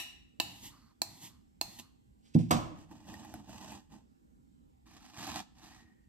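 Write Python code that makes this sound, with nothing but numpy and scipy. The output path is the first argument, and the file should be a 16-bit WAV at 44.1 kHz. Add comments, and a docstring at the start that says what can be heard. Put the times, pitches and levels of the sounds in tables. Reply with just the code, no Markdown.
"""A knife is stropped on a wooden block close to a two-port microphone in a quiet living room: the blade clicks
on the strop (ringing modes) and hisses along the leather (coloured grit noise). The block is put on the table,
heel then edge (struck modes), and the knife is laid down with a rattle (rattling noise). A paper towel is
picked up and rustled (clumped noise, low flapping), then nicked and sliced, with single snaps and a last
lingering ring. Room tone (noise) and a thin wavering whine (sines) lie under it all."""
import sys
import numpy as np
from scipy import signal
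from scipy.fft import rfft, irfft, next_fast_len
from scipy.io import wavfile
from scipy.ndimage import uniform_filter1d

SR = 44100
rng = np.random.default_rng(int(sys.argv[2]) if len(sys.argv) > 2 else 0)


def log_audio(samples):
    """Write samples as a 16-bit WAV file to the path given in sys.argv[1]."""
    # one column per channel
    frames = np.atleast_2d(samples).T
    # limit to full scale, then quantise
    limited = np.clip(frames, -1, 1)
    pcm = np.round(limited * 32767).astype(np.int16)
    wavfile.write(sys.argv[1], SR, pcm)


def undo_db(level):
    """Turn decibels back into plain size, where 20 dB means ten times bigger."""
    steps = np.asarray(level, float) / 20
    return 10 ** steps


N = 268172
LEAD = 4410  # samples of scene before time zero

# level difference between the ports: f/Hz, left minus right/dB
PORT_LEAN = [(60, -3), (250, -3), (600, -4.5), (2000, 1), (4500, -6.5), (9000, 0.5)]


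def evened(x):
    """Scales to rms 1."""
    return x / np.sqrt(np.mean(x ** 2) + 1e-20)


def read(points, hz):
    """Table value on a log-frequency axis."""
    f, value = np.transpose(points)
    return np.interp(np.log(hz + 1), np.log(f + 1), value)


def add(mix, s, sound):
    """Mixes a sound in at time s."""
    part = mix[LEAD + round(s * SR):][:len(sound)]
    part += sound[:len(part)]


def coloured(x, points, tilt_db_per_octave=0):
    """Filters by a spectrum, tilted about 3 kHz; rms 1."""
    hz = np.fft.rfftfreq(len(x), 1 / SR)
    gain_db = read(points, hz) + tilt_db_per_octave * np.log2(hz / 3000 + 0.027)
    return evened(irfft(rfft(x) * undo_db(gain_db), len(x)))


def resonate(x, hz, width_hz):
    """Moving resonance: shifts the curve hz down to zero, smooths, shifts back; rms 1."""
    turn = np.exp(2j * np.pi * np.cumsum(hz) / SR)
    pole = np.exp(-np.pi * width_hz / SR)
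    smooth = signal.lfilter([1 - pole], [1, -pole], x / turn)
    return evened((turn * smooth).real)


def ring(modes, contact_s, rise_s, crack_db, crack_s, crack_hz=700):
    """Modes set going by a short blow, plus the broad crack of the contact; peak 1."""
    t = np.arange(SR // 2) / SR
    hz, db, t60_s = np.transpose(modes)[:, :, None]
    body = (undo_db(db - 60 * t / t60_s) * np.sin(2 * np.pi * hz * t)).sum(0)
    t_blow = t[:800]
    blow = t_blow * np.exp(-t_blow / contact_s)
    sound = signal.fftconvolve(body, blow)
    sound *= 1 - np.exp(-np.arange(len(sound)) / SR / rise_s)  # the parts settle into each other
    sound /= abs(sound).max()
    crack = t_blow / crack_s * np.exp(1 - t_blow / crack_s) * rng.standard_normal(800)
    high_pass = signal.butter(2, 2 * crack_hz / SR, "high")
    sound[:800] += undo_db(crack_db) * signal.lfilter(*high_pass, crack)
    return sound / abs(sound).max()


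def clicks():
    """Each face of the blade weights the same modes differently; direct sound and room feed."""
    # blade clicking on the strop, at set-down or at the end of a stroke:
    # t/s, peak level/dB, face of the blade/0-1, room send/dB
    blade_clicks = [(-.012, -13, 0, -10.5), (0.3996, -15.5, 0.3, -10), (1.0177, -15, 1, -14.5),
                    (1.6124, -15, .95, -13), (1.797, -36, 0.39, -18.5)]
    # blade and block ringing: f/Hz, level on face 0/dB, level on face 1/dB, t60/s
    blade = [(317.4, -15, -16, 0.027), (716, -18, -13, 0.03), (795, -13, -11, .025),
             (994, -19, -24.5, 0.054), (1800, -16.5, -26, 0.034), (2680, 2, -18.5, 0.021),
             (2875, 8, -21.5, 0.016), (3036, -7.5, -17, 0.015), (3840, 7.5, -13, .01),
             (4200, -9, 5.5, 0.012), (4360, -15.5, 3, 0.011), (6620, -3, -4, 0.008), (7260, -2, 1, 0.007),
             (8300, -6, -3, 0.006), (9600, -6, -4, .003), (14000, -4, -11.5, 0.0025)]
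    near, far = np.zeros((2, LEAD + N))
    for s, db, face, send_db in blade_clicks:
        modes = [(hz, a_db + face * (b_db - a_db), t60_s) for hz, a_db, b_db, t60_s in blade]
        sound = undo_db(db) * ring(modes, .00002, 0.0013, -3.5, 0.0011, crack_hz=2380)
        add(near, s, sound)
        add(far, s, undo_db(send_db) * sound)
    return near, far


def strokes():
    """Fine grit hiss of steel on leather: easing draw, bright flick, dull trailing brush."""
    # blade drawn over the leather: down t/s, lift t/s, draw level/dB, flick level/dB, flick length/s,
    # fading of the trailing brush/(dB/s)
    draws = [(0.418, 0.685, -55, -53.5, 0.08, 54), (1.039, 1.276, -56.5, -54, 0.083, 171),
             (1.635, 1.795, -55.5, -51, 0.01, 175)]
    # hiss spectrum before tilt: f/Hz, relative level/dB
    leather = [(59, -48), (100, 2), (315, 0.5), (452, -30.5), (818, -12), (1450, -40.5), (1910, -8.5),
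               (2170, -14.5), (3250, -19), (7770, -7), (9410, -12), (11900, -6.5), (16000, -32)]
    sag_db_per_s, trail_db = 34.5, -63  # pressure eases; after the lift the blade brushes on lightly
    lift_s, trail_s = .011, .26
    # triples: at set-down, at the lift, trailing; levels relative to the hiss
    bright_share = (0.34, 1, .1)
    sing_hz, sing_db = (4060, 3060, 4340), (-16.5, -9, -10.5)  # singing of the blade
    hollow_hz, hollow_db = (800, 900, 1150), (-10, -18, -4)  # hollow of the block
    out = np.zeros(LEAD + N)
    for down_s, up_s, draw_db, flick_db, flick_s, fade_db_per_s in draws:
        t = np.arange(down_s, up_s + trail_s, 1 / SR)
        stage = lambda v: np.interp(t, (down_s, up_s, up_s + 4 * lift_s), v)
        contact = np.exp(-np.maximum(t - up_s, 0) / lift_s)
        flick = np.sin(np.pi * np.clip((t - up_s) / flick_s + 1, 0, 1) * .75) ** 2
        draw = undo_db(draw_db - sag_db_per_s * (t - down_s))
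        brush = undo_db(trail_db - fade_db_per_s * (t - up_s))
        level = contact * (draw + undo_db(flick_db) * flick) + (1 - contact) * brush
        grit = rng.standard_normal(len(t)) * undo_db(0.5 * rng.exponential(1, len(t)))
        bright = stage(bright_share)
        hiss = bright * coloured(grit, leather, 0.76) + (1 - bright) * coloured(grit, leather, -4)
        hiss += undo_db(stage(sing_db)) * resonate(grit, stage(sing_hz), 500)
        hiss += undo_db(stage(hollow_db)) * resonate(grit, stage(hollow_hz), 210)
        add(out, down_s, level * hiss * signal.windows.tukey(len(t), .1))
    return out


def knocks():
    """Block on table: a soft blow favours the low table modes, a hard edge wakes all and cracks."""
    # block meeting the table: t/s, peak level before the high-pass/dB, hardness/0-1
    blows = [(2.3512, -11, 0), (2.392, -23, .2), (2.509, -17, 1), (2.547, -24, 0.2), (2.916, -50, 0.4),
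             (3.921, -52.5, 0)]
    # table top ringing: f/Hz, level under a hard blow/dB, t60/s
    table_modes = [(76.6, -35.5, 0.45), (114.1, -17, 0.35), (156, -13, 0.25), (167, -7, .24), (237, 0, 0.1),
                   (273, -8, .09), (308.2, -4, 0.1), (378, -6, 0.021), (486, -8.5, .05), (646, -6, 0.06),
                   (748, -8, 0.11), (825, -2.5, 0.045), (1028, -6, .07), (1180, -16.5, 0.054),
                   (1340, -13, 0.05)]
    out = np.zeros(LEAD + N)
    for s, db, hard in blows:
        soft = 1 - hard
        modes = [(hz, d - 7 * soft * max(np.log2(hz / 260), 0), t60_s) for hz, d, t60_s in table_modes]
        add(out, s, undo_db(db) * ring(modes, .00008 + 0.00035 * soft, 0.0033, -8 - 40 * soft, 0.0025))
    return signal.lfilter(*signal.butter(2, 2 * 110 / SR, "high"), out)  # little deep bass in the blows


def clatter():
    """Knife laid down on the table rattles: dense modes as noise dying band by band."""
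    # spectrum: f/Hz, relative level/dB
    clatter_colour = [(150, -11.5), (250, -23), (308, -3), (407, -27.5), (761, -10), (860, -17.5),
                      (1060, -8.5), (1580, -27.5), (2490, -27.5), (7570, -33), (8700, -34), (9490, -78),
                      (10500, -47), (13400, -44), (16000, -102)]
    # decay: f/Hz, t60/s
    clatter_decay = [(300, 0.77), (1000, 0.44), (2500, 0.43), (5000, 0.39), (12000, 0.38)]
    hz, t, z = signal.stft(coloured(rng.standard_normal(SR), clatter_colour), SR, nperseg=256)
    decay = undo_db(-60 * t / read(clatter_decay, hz)[:, None])
    tail = signal.istft(z * decay, SR, nperseg=256)[1]
    t = np.arange(len(tail)) / SR
    sharp_start = (1 - np.exp(-t / 0.00077)) * (1 + 2 * np.exp(-t / 0.021))
    out = np.zeros(LEAD + N)
    add(out, 2.508, undo_db(-32) * tail * sharp_start)
    return out


def grip():
    """Hand and sleeve shifting on the block: coloured noise of uneven strength."""
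    # t/s, level/dB
    shifting = [(2.18, -102), (2.26, -72.5), (2.334, -79.5), (2.346, -53), (2.376, -75.5), (2.392, -58.5),
                (2.482, -76), (2.5, -64)]
    s, db = np.transpose(shifting)
    t = np.arange(s[0], s[-1], 1 / SR)
    uneven_db = evened(uniform_filter1d(rng.standard_normal(len(t)), 200))
    rub = rng.standard_normal(len(t)) * undo_db(uneven_db)
    rub = coloured(rub, [(500, -1), (2500, 13), (8000, 8), (15000, -11)])
    out = np.zeros(LEAD + N)
    add(out, s[0], undo_db(np.interp(t, s, db)) * rub)
    return out


def movements(rows, colour, grain_db, dies_db_per_s):
    """Clumped fibre crackle and hiss and a low flapping of the sheet while the hand moves."""
    # flapping of the sheet: f/Hz, relative level/dB
    flap_colour = [(24, -28), (40, -31), (64, -4.5), (140, -3), (266, 0), (313, 3.5), (407, -28.5),
                   (450, -17.5), (580, -50), (990, -120)]
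    swell_db = 15  # a movement grows by this much as it starts
    t = np.arange(-LEAD, N) / SR
    white, slow, low = rng.standard_normal((3, len(t)))
    clumps = evened(uniform_filter1d(uniform_filter1d(slow, 150), 150))
    grains = np.minimum(rng.exponential(1, len(t)), 5)
    fibres = white * undo_db(grain_db * (0.66 * clumps + .5 * grains))
    fibres /= np.sqrt(uniform_filter1d(fibres ** 2, 4000))  # the hand sets the slow level
    flap = coloured(low, flap_colour) * undo_db(2 * evened(uniform_filter1d(slow, 900)))
    hiss = coloured(fibres, colour)
    treble = signal.lfilter(*signal.butter(1, 2 * 1500 / SR, "high"), hiss)
    out = np.zeros(len(t))
    for start, swell, end, full_db, end_db, flap_db in rows:
        db = np.interp(t, (start, start + swell, end), (full_db - swell_db, full_db, end_db))
        db -= dies_db_per_s * (np.maximum(t - end, 0) + 4 * np.maximum(start - t, 0))
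        dulling = undo_db(-max(flap_db, 0)) - 1  # a slack sheet crackles less
        out += undo_db(db) * (hiss + dulling * treble + undo_db(flap_db) * flap)
    return out


def rustling_and_cutting():
    """Paper towel: loose sheet crumpling, then stretched sheet under the blade."""
    # loose sheet handled: start t/s, swell/s, end t/s, level after the swell/dB, level at the end/dB,
    # flapping bass over the rustle/dB
    rustles = [(2.74, 0.02, 2.82, -68.5, -65, 2), (2.895, .022, 2.926, -60, -60.5, 5.5),
               (2.94, 0.024, 3.05, -70, -69, 2), (3.055, .035, 3.32, -56, -61, 2.5),
               (3.335, 0.0052, 3.4, -59, -62, 7), (3.445, .06, 3.748, -58, -54.5, 0.5),
               (3.905, 0.018, 3.957, -59, -64.5, 3.5)]
    # stretched sheet nicked, sliced and eased off: same columns
    cuts = [(4.855, 0.017, 4.98, -67.5, -64, -4), (4.99, 0.034, 5.15, -62.5, -65, -7),
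            (5.145, .057, 5.27, -48, -48.5, -5), (5.27, 0.012, 5.396, -50, -44.5, -4),
            (5.555, .08, 5.81, -60, -67.5, -3), (5.81, 0.018, 5.93, -74, -81.5, 7.5)]
    # spectrum of the loose sheet: f/Hz, relative level/dB
    loose_colour = [(220, -47), (380, -10.5), (424, -18), (871, -1), (1410, -18.5), (1880, -12.5),
                    (2190, -25), (2560, -12), (3970, -18), (8040, -14), (8970, -22), (9550, -37.5),
                    (11900, -23), (16000, -43)]
    # spectrum of the stretched sheet: f/Hz, relative level/dB
    stretched_colour = [(220, -43), (380, -23), (580, -17), (745, -1), (1250, -6.5), (1500, -14.5),
                        (1760, -5.5), (2090, -14.5), (2560, -8.5), (2910, -12), (3240, -10), (8420, -13.5),
                        (9550, -30), (10700, -20.5), (12900, -23), (16000, -47)]
    loose = movements(rustles, loose_colour, grain_db=4, dies_db_per_s=261)
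    stretched = movements(cuts, stretched_colour, grain_db=4.5, dies_db_per_s=703)
    return loose + stretched


def snaps():
    """Creases and fibres that snap: a few fast-dying modes and a tiny crack."""
    # t/s, peak level/dB, pitch f/Hz
    breaks = [(2.913, -46, 900), (3.07, -50, 830), (3.14, -38, 1855), (3.249, -41, 830), (3.34, -34, 713),
              (3.494, -43, 673.5), (3.72, -41, 900), (4.869, -57.5, 1130), (4.914, -54, 990),
              (5.007, -55, 1340), (5.196, -42, 1060), (5.275, -35, 780), (5.369, -37, 748)]
    out = np.zeros(LEAD + N)
    for s, db, hz in breaks:
        modes = [(280, -6, .05), (hz, 0, .03), (2.02 * hz, -6, .015),
                 (4800, -8, .006), (8000, -10, .004), (12000, -12, .004)]  # f/Hz, level/dB, t60/s
        add(out, s, undo_db(db) * ring(modes, .00003, 0.00031, -5.5, 0.00038))
    return out


def lingering():
    """Lingering ring: noise through one narrow resonance."""
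    # t/s, level/dB
    linger = [(5.64, -90), (5.74, -71), (5.9, -79.5), (6.08, -89.5)]
    s, db = np.transpose(linger)
    t = np.arange(s[0], s[-1], 1 / SR)
    tone = resonate(rng.standard_normal(len(t)), np.full(len(t), 1865), width_hz=70)
    out = np.zeros(LEAD + N)
    add(out, s[0], undo_db(np.interp(t, s, db)) * tone)
    return out


def ports(x, lag_samples, scatter_db):
    """Left port hears later, at its own balance; nearby things scatter the sound differently to each."""
    size = next_fast_len(len(x))
    hz = np.fft.rfftfreq(size, 1 / SR)
    half = np.exp(-1j * np.pi * hz * lag_samples / SR) * undo_db(read(PORT_LEAN, hz) / 2)
    n = np.arange(3000)
    scatter = rng.standard_normal((2, 3000)) * np.exp(-n / 600) * (n > 40)
    scatter *= undo_db(scatter_db) / np.linalg.norm(scatter, axis=1, keepdims=True)
    response = np.array([half, 1 / half]) * (1 + rfft(scatter, size))
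    return irfft(rfft(x, size) * response, size)[:, :len(x)]


def room(x):
    """Sparse taps of random sign, each band dying at its own speed, other taps for each port."""
    # f/Hz, t60/s
    room_decay = [(100, 1), (400, 0.37), (1000, .55), (3000, 0.59), (6000, 0.47), (12000, 0.33)]
    taps = np.zeros((2, SR))
    at = np.arange(300, SR - 20, 20) + rng.integers(0, 20, (2, (SR - 301) // 20))
    np.put_along_axis(taps, at, rng.choice([-1., 1.], at.shape), 1)
    hz, t, z = signal.stft(taps, SR, nperseg=256)
    decay = undo_db(-60 * t / read(room_decay, hz)[:, None])
    tail = signal.istft(z * decay, SR, nperseg=256)[1]
    return signal.fftconvolve(x[None], tail / np.linalg.norm(tail[0]), axes=1)[:, :len(x)]


def air():
    """Room tone: steady noise with slow patches, partly alike at both ports."""
    # spectrum: f/Hz, relative level/dB
    air_colour = [(15, -58), (25, -21.5), (48, 3), (67, -1), (88, -19), (125, -5), (146, -12), (243, -3),
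                  (383, -18.5), (691, -31.5), (769, -22), (1150, -33.5), (5280, -44), (7680, -42),
                  (15000, -49.5)]
    # f/Hz, left-right likeness/-1 to 1
    air_likeness = [(60, 0.92), (240, -0.5), (950, -0.96), (3770, 0.0), (15000, 1)]
    frames, hz = (LEAD + N) // 512 + 5, np.fft.rfftfreq(2048, 1 / SR)
    a, b, c, d, patches = rng.standard_normal((frames, 1025, 5)).T
    patches = evened(uniform_filter1d(uniform_filter1d(patches, 12, 0), 10, 1))
    same = read(air_likeness, hz)[:, None]
    left = a + 1j * b
    right = same * left + np.sqrt(1 - same ** 2) * (c + 1j * d)
    lean_db = read(PORT_LEAN, hz)[:, None] / 2 * np.array([1, -1])[:, None, None]
    z = np.array([left, right]) * undo_db(read(air_colour, hz)[:, None] + 2.0 * patches + lean_db)
    noise = signal.istft(z, nperseg=2048, noverlap=1536)[1][:, :LEAD + N]
    return undo_db(-65) * evened(noise)


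def whine():
    """Thin wavering tones: sines whose level drifts by 2 dB rms."""
    # f/Hz, rms level before wavering/dB
    tones = [(7564, -101), (8043, -103)]
    t = np.arange(LEAD + N) / SR
    waver = evened(uniform_filter1d(rng.standard_normal((len(tones), len(t))), 3000, axis=1))
    out = np.zeros(len(t))
    for (hz, db), w in zip(tones, waver):
        out += np.sqrt(2) * undo_db(db + 2 * w) * np.sin(2 * np.pi * hz * t)
    return out


def scene():
    """Direct sounds through the ports, one shared room, room tone and whine."""
    near, far = clicks()
    hiss = strokes()
    wood = knocks() + clatter() + grip()
    paper = rustling_and_cutting() + snaps() + lingering()
    direct = ports(near + hiss, lag_samples=2.43, scatter_db=-9.5)
    direct += ports(wood, lag_samples=15.5, scatter_db=-7.5)
    direct += ports(paper, lag_samples=3.43, scatter_db=-5.5)
    wet = room(far + undo_db(-15) * hiss + undo_db(-11.5) * wood + undo_db(-18) * paper)
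    return (direct + wet + air() + whine())[:, LEAD:]


def low_pass(x):
    """Removes everything above the highest recorded frequency."""
    return signal.sosfilt(signal.butter(12, 16550, fs=SR, output="sos"), x)


def record(dry):
    """Bass roll-off of the microphone, then treble shaping: a dip near 9.6 kHz and an upper cutoff."""
    # treble shaping of the whole mix: f/Hz, gain/dB
    treble_shape = [(8300, 2.5), (8900, 0), (9600, -9), (10400, -1.5), (11000, 0.5), (13600, 2.5),
                    (14600, -14.5), (16000, -11.5), (16600, -49.5)]
    hz = np.linspace(0, SR / 2, 257)
    taps = signal.firwin2(255, hz, undo_db(read(treble_shape, hz)), fs=SR)
    thin = signal.lfilter(*signal.butter(2, 2 * 52 / SR, "high"), dry)
    return low_pass(signal.oaconvolve(thin, taps[None], "same"))


dry = scene()
out = record(dry)
log_audio(out)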